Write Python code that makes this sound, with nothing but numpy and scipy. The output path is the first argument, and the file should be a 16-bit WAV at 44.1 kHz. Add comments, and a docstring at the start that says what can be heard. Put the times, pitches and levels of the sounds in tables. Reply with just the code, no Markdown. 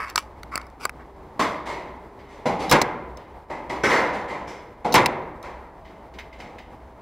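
"""An airsoft gun fires twice right under the microphone: trigger snap, overloading blast, clack of the action.
The place is a derelict hall during a skirmish. The microphone rides on the gun, which first knocks
and scrapes as it settles on a stack of tyres. Other guns pop across the hall and pellets tick on
the far walls, over dull room tone, a low hum and two faint, distant tones."""
import sys
import numpy as np
from scipy import signal
from scipy.fft import rfft, irfft, next_fast_len
from scipy.io import wavfile

SR = 44100
rng = np.random.default_rng(int(sys.argv[2]) if len(sys.argv) > 2 else 0)


def unload_wav(signal):
    """Save mono or channel-first audio to the path in sys.argv[1] as 16-bit WAV at rate SR, clipped to [-1, 1]."""
    wavfile.write(
        sys.argv[1],
        SR,
        np.round(np.clip(np.atleast_2d(signal).T, -1, 1) * 32767).astype(np.int16),
    )


N = 309141

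# modes of the gun's shell: (frequency [Hz], level [dB], base t60 [s])
SHELL_MODES = [(1040, -7, .02), (1240, -1, .022), (1490, -3, .02), (1950, -7, .014), (2250, 1, .014),
               (2680, -6, .012), (4570, 0, .01), (5550, -4, .008), (7580, -6, .008), (9400, -11, .006),
               (11430, -12, .006)]
# spectrum of a muzzle pop in the hall: (frequency [Hz], level [dB])
POP_SPECTRUM = [(30, -27), (80, -13.5), (150, -6), (300, -5.5), (550, -4.5), (1000, -4), (1550, -8.5),
                (2150, -6.5), (2800, -17.5), (4000, -20), (5400, -25), (7000, -29), (10000, -37),
                (16000, -50.5)]
# shots under the microphone: (time [s], tail level [dB], action shuts after [s], trigger resets after [s])
CLOSE_SHOTS = [(2.7135, -18.2, .1027, .4587), (4.9415, -16.6, .1179, .4865)]


def undb(db):
    """Decibels to gain."""
    return 10 ** (np.asarray(db) / 20)


def unit(x):
    """Scale to rms 1."""
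    return x / np.sqrt(np.mean(x ** 2))


def freqs(size):
    """Frequencies of the spectrum of so many samples."""
    return np.maximum(np.fft.rfftfreq(size, 1 / SR), 1)


def curve(table, f):
    """Join (Hz, value) points on a log-frequency axis."""
    hz, value = np.transpose(table)
    return np.interp(np.log(f), np.log(hz), value)


def shelf(f, corner_hz):
    """Rises from 0 below the corner to 1 above it."""
    return f ** 4 / (f ** 4 + corner_hz ** 4)


def boosts(resonances, f):
    """Summed boost in dB of bell-shaped resonances."""
    return sum(db / (1 + (2 * (f - hz) / width_hz) ** 2) for hz, width_hz, db in resonances)


def wander(rate_hz):
    """A random motion of spread 1 whose changes roll off above the rate."""
    size = next_fast_len(N, True)
    slow = 1 - shelf(freqs(size), rate_hz)
    return unit(irfft(rfft(rng.standard_normal(size)) * slow, size))[:N]


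def add(track, s, sound):
    """Mix a sound into the track at time s."""
    start = int(s * SR)
    first, last = max(start, 0), min(start + len(sound), N)
    track[first:last] += sound[first - start:last - start]


def cover_db(f):
    """Standing waves in the cover around the microphone colour what comes from the hall."""
    # (frequency [Hz], width [Hz], boost [dB])
    standing_waves = [(155, 13, 2.5), (241.3, 25, 4), (306, 20, 6), (374, 29, 3), (480, 30, 2.5),
                      (593, 22, 5), (770, 77, 1), (866, 23.9, 3.5), (983, 20, 1), (1340, 8.6, -3),
                      (1642, 40, 2), (1892, 27, 4.5), (2084, 130, 5.5)]
    return boosts(standing_waves, f)


def room_tone(level_db=-44.5, waver_db=1.5):
    """The hall's dull, wavering background, heard from behind the cover."""
    # (frequency [Hz], level [dB])
    air_spectrum = [(20, -11.5), (35, 3.5), (85, -2), (130, -6.5), (250, -6.5), (450, -6.5), (650, -7),
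                    (930, -4.5), (1400, -18.5), (2050, -22), (2700, -31), (4000, -34.5), (7000, -43.5),
                    (16000, -48)]
    size = next_fast_len(N, True)
    f = freqs(size)
    colour_db = curve(air_spectrum, f) + cover_db(f) / 2
    air = unit(irfft(rfft(rng.standard_normal(size)) * undb(colour_db), size))[:N]
    return air * undb(level_db - waver_db * wander(13.4))


def hum(hz, width_hz, level_db):
    """An unsteady tone: a narrow band of noise around one pitch."""
    t = np.arange(N) / SR
    drift = wander(width_hz) + 1j * wander(width_hz)
    return undb(level_db) * unit(np.real(drift * np.exp(2j * np.pi * hz * t)))


def ring(force, modes, treble_db, length, crack_db=0, scatter_db=2, crack_s=.0018, crack_hz=5000):
    """A force rings the modes of a part; each contact point weights them anew, a hard one adds treble."""
    t = np.arange(SR // 10) / SR
    response = np.zeros(len(t))
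    for (hz, db, t60), (weight, detune) in zip(modes, rng.standard_normal((len(modes), 2))):
        gain = rng.choice([-1, 1]) * undb(db + scatter_db * weight)
        decay = undb(-60 * t / (t60 * length))
        response += gain * np.sin(2 * np.pi * hz * (1 + .011 * detune) * t) * decay
    # countless weak, heavily damped modes make a short crack
    pole = np.exp(-2 * np.pi * crack_hz / SR)
    crack = rng.standard_normal(len(t)) * np.exp(-t / crack_s)
    response += undb(crack_db) * signal.lfilter([1 - pole], [1, -pole], crack)
    # small parts radiate little bass
    response = signal.sosfilt(signal.butter(1, 500, "highpass", fs=SR, output="sos"), response)
    response = irfft(rfft(response) * undb(treble_db * shelf(freqs(len(t)), corner_hz=3300)))
    return signal.fftconvolve(force, response[:len(t) // 2])


def scrapes(slips_per_s=2200, uneven_db=4, shell_db=-4):
    """The gun sticks and slips on the rubber: dense clicks, heard directly and through its shell."""
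    # (time [s], swell [s], fade [s], top rms level [dB], treble [dB])
    slides = [ (-.02, .03, .055, -27.5, -21), (.075, .025, .012, -38, -14), (.167, .022, .02, -34, -8),
              (.513, .03, .05, -31.5, -21), (.797, .05, .014, -37, -7), (.991, .012, .025, -45, -28)]
    # (frequency [Hz], level [dB])
    rub_spectrum = [(300, -26), (750, -13), (1120, 4), (1550, -14), (2200, -6), (3500, -13.5), (5000, -7),
                    (6500, -19), (10000, -17), (16000, -35)]
    out, f, t = np.zeros(N), freqs(SR), np.arange(SR) / SR
    for s, swell_s, fade_s, db, treble_db in slides:
        speed = np.minimum(np.sqrt(t / swell_s), np.exp(-np.maximum(t - swell_s, 0) / fade_s))
        slips = (rng.random(SR) < slips_per_s / SR) * rng.choice([-1, 1], SR)
        force = speed * slips * undb(uneven_db * rng.standard_normal(SR))
        colour_db = curve(rub_spectrum, f) + treble_db * shelf(f, corner_hz=2900)
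        rub = irfft(rfft(force) * undb(colour_db))
        shell = ring(force, SHELL_MODES, treble_db, length=1, crack_db=1)[:SR]
        sound = unit(unit(rub) + undb(shell_db) * unit(shell))
        add(out, s, undb(db) * sound * np.sqrt(np.mean(speed ** 2)))
    return out


def impacts(hits, modes, chatter, graze_db=-17, graze_s=.00094):
    """Two parts graze, meet hard, then chatter briefly against each other."""
    lead = SR // 200
    out, t = np.zeros(N), np.arange(-lead, SR // 20) / SR
    for s, peak_db, treble_db, contact_s, length in hits:
        graze = undb(graze_db) * np.exp(-np.abs(t) / graze_s)
        contact = np.where(t < 0, graze, np.exp(-np.abs(t) / contact_s))
        force = chatter * rng.standard_normal(len(t)) * contact
        force[lead] = 1  # the blow itself
        sound = ring(force, modes, treble_db, length)
        add(out, s + t[0], undb(peak_db) * sound / np.abs(sound).max())
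    return out


def knocks(contact_s=.0005, contact_power=-.25, rattle_count=5, settled_s=1.1, rattle_db=-46):
    """The shell knocks on the tyre and its fittings rattle; the harder the hit, the shorter the contact."""
    # (time [s], peak [dB], treble [dB], ring length [factor])
    bumps = [ (.0995, -25, 12.5, .5), (.1586, 3, 0, .73), (.1785, -3.5, -19, 1.1), (.1875, -19.5, 11, .6),
             (.4322, -26.5, -1, .63), (.5562, -11, 5, .73), (.5772, -12, -11, .45), (.6145, -34, -10, .9),
             (.853, -5, 2, 1.2), (.8948, -16, -11, .25)]
    # dull modes of the tyre: (frequency [Hz], level [dB], base t60 [s])
    tyre_modes = [(390, -18, .018), (720, -14, .012)]
    rattles = [(settled_s * rng.random(), rattle_db + 2 * rng.standard_normal(), -3, .7)
               for _ in range(rattle_count)]
    hits = [(s, db, treble_db, contact_s * undb(db) ** contact_power, length)
            for s, db, treble_db, length in bumps + rattles]
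    return impacts(hits, SHELL_MODES + tyre_modes, chatter=.33)


def far_tones(tone_hz=402, tone_db=-53.5, start_s=.93, end_s=2.6, fade_s=.16,
              sag_hz=54, sag_at_s=1.55, sag_width_s=.31, whine_start_s=5):
    """A faint, distant tone sags once and recovers; later a higher whine fades in and stays."""
    t = np.arange(N) / SR
    pitch_hz = tone_hz - sag_hz * np.exp(-((t - sag_at_s) / sag_width_s) ** 2)
    held = np.clip(np.minimum(t - start_s, end_s - t) / fade_s, 0, 1)
    blur = 1.04 * wander(9.9)  # many paths through the hall smear the phase
    tone = undb(tone_db) * held * unit(np.sin(2 * np.pi * np.cumsum(pitch_hz) / SR + blur))
    whine = hum(hz=651.4, width_hz=2.5, level_db=-56)
    return tone + whine * np.clip((t - whine_start_s) / fade_s, 0, 1)


def hall_burst(colour_db, early_db, early_t60, rise_s, lumpy, merge_s):
    """A pop in the hall: strong, separate early reflections merge into a tail that loses treble first."""
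    # (frequency [Hz], t60 [s])
    reverb_times = [(100, 1.14), (400, 1.126), (1000, 1.056), (2200, 0.78), (5000, 0.54), (9000, 0.42),
                    (15000, 0.54)]
    size = 2 * (len(colour_db) - 1)
    t, f = np.arange(size) / SR, freqs(size)
    spread = lumpy * np.exp(-t / merge_s)
    noise = rng.standard_normal(size)
    lumps = np.exp(spread * np.clip(rng.standard_normal(size), -2, 2) - spread ** 2)
    reflections = unit(irfft(rfft(noise * lumps) * undb(colour_db)))
    spectrum = rfft(reflections)
    band_hz, band_t60 = np.transpose(reverb_times)
    tail = np.zeros(size)
    for share, t60 in zip(np.eye(len(band_hz)), band_t60):
        band = irfft(spectrum * curve(np.c_[band_hz, share], f))
        tail += band * undb(-60 * t / t60)
    early_lift = np.hypot(1, undb(early_db - 60 * t / early_t60))
    return tail * early_lift * (1 - np.exp(-t / rise_s))


def muzzle_pops(close_rise_s=.0008, close_treble_db=-2, ripple_db=2, ripple_hz=70):
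    """Each shot, distant or close, is coloured by its gun's body and by the cover it passes."""
    # pops across the hall: (time [s], timbre, tail level [dB], build-up [s], treble [dB])
    # the bright swell at 3.893 s is the hard shot echoing off the far wall
    distant = [ (1.393, "sharp", -21.8, .002, 5), (1.654, "far", -26, .025, 8),
               (2.280, "far", -37.3, .08, 10), (2.455, "heavy", -21, .003, 0),
               (2.590, "heavy", -25.3, .025, 8), (3.498, "far", -29.3, .005, -2.5),
               (3.695, "far", -27, .002, 3), (3.835, "hard", -15.5, .001, 8),
               (3.893, "bright", -13.2, .03, 3), (4.127, "heavy", -29, .016, 3),
               (4.276, "far", -26.5, .025, 1.5), (4.471, "hard", -37, .008, 16),
               (4.845, "heavy", -23, .004, -3), (5.430, "bright", -34.7, .009, -1.5),
               (6.379, "heavy", -36.5, .044, 7)]
    # resonances of each timbre: (frequency [Hz], width [Hz], boost [dB])
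    resonances = { "sharp": [(311.3, 42, 3.5), (636, 71, 5), (1076, 270, 10.5), (2056, 79, -2.5),
                  (4810, 76, 6)], "heavy": [(215, 80, 6.5), (500, 59, 9.5), (790, 340, 11),
                  (1760, 530, -6.5), (5380, 440, 0)], "hard": [(461, 220, 12.5), (1370, 400, 8),
                  (2090, 1050, 5), (4260, 980, -4.5), (5470, 980, 7.5)], "far": [(380, 130, 5.5),
                  (600, 270, 4.5), (958, 225, 9.5), (1500, 310, -3.5), (2000, 110, 4.5)],
                  "bright": [(513, 90, 4), (969, 200, 6), (1600, 600, 2.5)], "own": [(133, 35, 4.5),
                  (360, 32, 6.5), (513, 90, 4), (969, 200, 6.5), (1410, 300, 0), (2170, 250, 0)]}
    # how each timbre reaches the microphone: (early sound over tail [dB], early t60 [s], bass [dB])
    arrivals = {"sharp": (4.5, .9, 1), "heavy": (2.5, .5, 2.5), "hard": (-14, .16, 3), "far": (-8, .3, 0),
                "bright": (0, .14, -5), "own": (16.5, .32, -.3)}
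    close = [(s, "own", db, close_rise_s, close_treble_db) for s, db, _, _ in CLOSE_SHOTS]
    out, f = np.zeros(N), freqs(65536)
    common_db = curve(POP_SPECTRUM, f) + cover_db(f)
    for s, timbre, db, rise_s, treble_db in distant + close:
        early_db, early_t60, bass_db = arrivals[timbre]
        colour_db = common_db + boosts(resonances[timbre], f)
        colour_db += bass_db * (1 - shelf(f, corner_hz=380)) + treble_db * shelf(f, corner_hz=2300)
        # many small parts ring along, which ripples the upper spectrum
        ripple = np.interp(f / ripple_hz, np.arange(len(f)), rng.standard_normal(len(f)))
        colour_db += ripple_db * ripple * shelf(f, corner_hz=1200)
        pop = hall_burst(colour_db, early_db, early_t60, rise_s, lumpy=.5, merge_s=.042)
        add(out, s, undb(db) * pop)
    return out


def pellets(tail_db=-51.8):
    """Pellets strike far walls with thin, ringing ticks; all fill the hall alike, nearer ones snap more."""
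    # (time [s], early sound over tail [dB])
    strikes = [(2.189, -14), (3.173, -3), (5.848, -10), (6.138, 5), (6.186, 19.5), (6.327, 7), (6.401, 14),
               (6.584, 12.5)]
    # (frequency [Hz], level [dB])
    tick_spectrum = [(200, -20.5), (1000, -12.5), (2000, -1), (4000, -12.5), (6000, -20.5), (10000, -34.5),
                     (16000, -32)]
    # (frequency [Hz], width [Hz], boost [dB])
    wall_resonances = [(2090, 90, 9.5), (3020, 70, 7.5), (3820, 57, 8), (4940, 80, 8.5)]
    out, f = np.zeros(N), freqs(32768)
    colour_db = curve(tick_spectrum, f) + boosts(wall_resonances, f)
    for s, early_db in strikes:
        tick = hall_burst(colour_db, early_db, early_t60=.17, rise_s=.00083, lumpy=.9, merge_s=.07)
        add(out, s, undb(tail_db) * tick)
    return out


def gun_action(trigger_lead_s=.0178, rebound_s=.0112):
    """Close up, the trigger snaps, the piston lands and bounces, the action shuts, the trigger resets."""
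    # each stroke of the cycle: (peak [dB], treble [dB], contact [s], ring length [factor])
    strokes = {"trigger": (-17.5, 4.5, .01, .6), "piston": (0, 0, .001, .9),
               "rebound": (.5, -3.5, .0045, .9), "shut": (-1, -11.5, .003, .45),
               "reset": (-36, 6.5, .002, .45)}
    # (frequency [Hz], level [dB], base t60 [s])
    action_modes = [(997, -5, 0.034), (2040, -4, .01), (2820, -7, 0.0066), (3970, 3.5, 0.0075),
                    (5160, 3, .008), (6200, -1.5, .005), (8760, -6, 0.0033), (11200, -11.5, .007)]
    hits = []
    for s, _, shut_s, reset_s in CLOSE_SHOTS:
        delays = {"trigger": -trigger_lead_s, "piston": 0, "rebound": rebound_s,
                  "shut": shut_s, "reset": reset_s}
        hits += [(s + delay, *strokes[stroke]) for stroke, delay in delays.items()]
    return impacts(hits, action_modes, chatter=.5)


def scene(echo_db=-20):
    """All sources meet at the microphone; the hall faintly answers the gun's close noises."""
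    gun = knocks() + gun_action() + scrapes()
    hall = hall_burst(curve(POP_SPECTRUM, freqs(SR)), early_db=4, early_t60=.2,
                      rise_s=.004, lumpy=.5, merge_s=.05)
    echo = undb(echo_db) * signal.fftconvolve(gun, hall / np.abs(rfft(hall)).max())[:N]
    skirmish = muzzle_pops() + pellets()
    background = room_tone() + hum(hz=62, width_hz=4.8, level_db=-50.5) + far_tones()
    return np.tile(gun + echo + skirmish + background, (2, 1))


def record(dry, ceiling=.34, low_cut_hz=20, top_hz=15600, flutter_hz=400):
    """The microphone overloads into flat tops; the treble's phase flutters between left and right."""
    # stereo width of the treble: (frequency [Hz], side level [dB])
    side_spectrum = [(1400, -78.5), (2800, -52), (4000, -29), (5500, -6), (14000, -7)]
    clipped = dry / (1 + (dry / ceiling) ** 6) ** (1 / 6)
    mid = signal.sosfilt(signal.butter(1, low_cut_hz, "highpass", fs=SR, output="sos"), clipped)
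    size = next_fast_len(N, True)
    side_gain = undb(curve(side_spectrum, freqs(size)))
    side = irfft(1j * rfft(mid[0], size) * side_gain, size)[:N] * wander(flutter_hz)
    high_cut = signal.ellip(8, .2, 70, top_hz, fs=SR, output="sos")
    return signal.sosfilt(high_cut, mid + np.array([side, -side]))


dry = scene()
out = record(dry)
unload_wav(out)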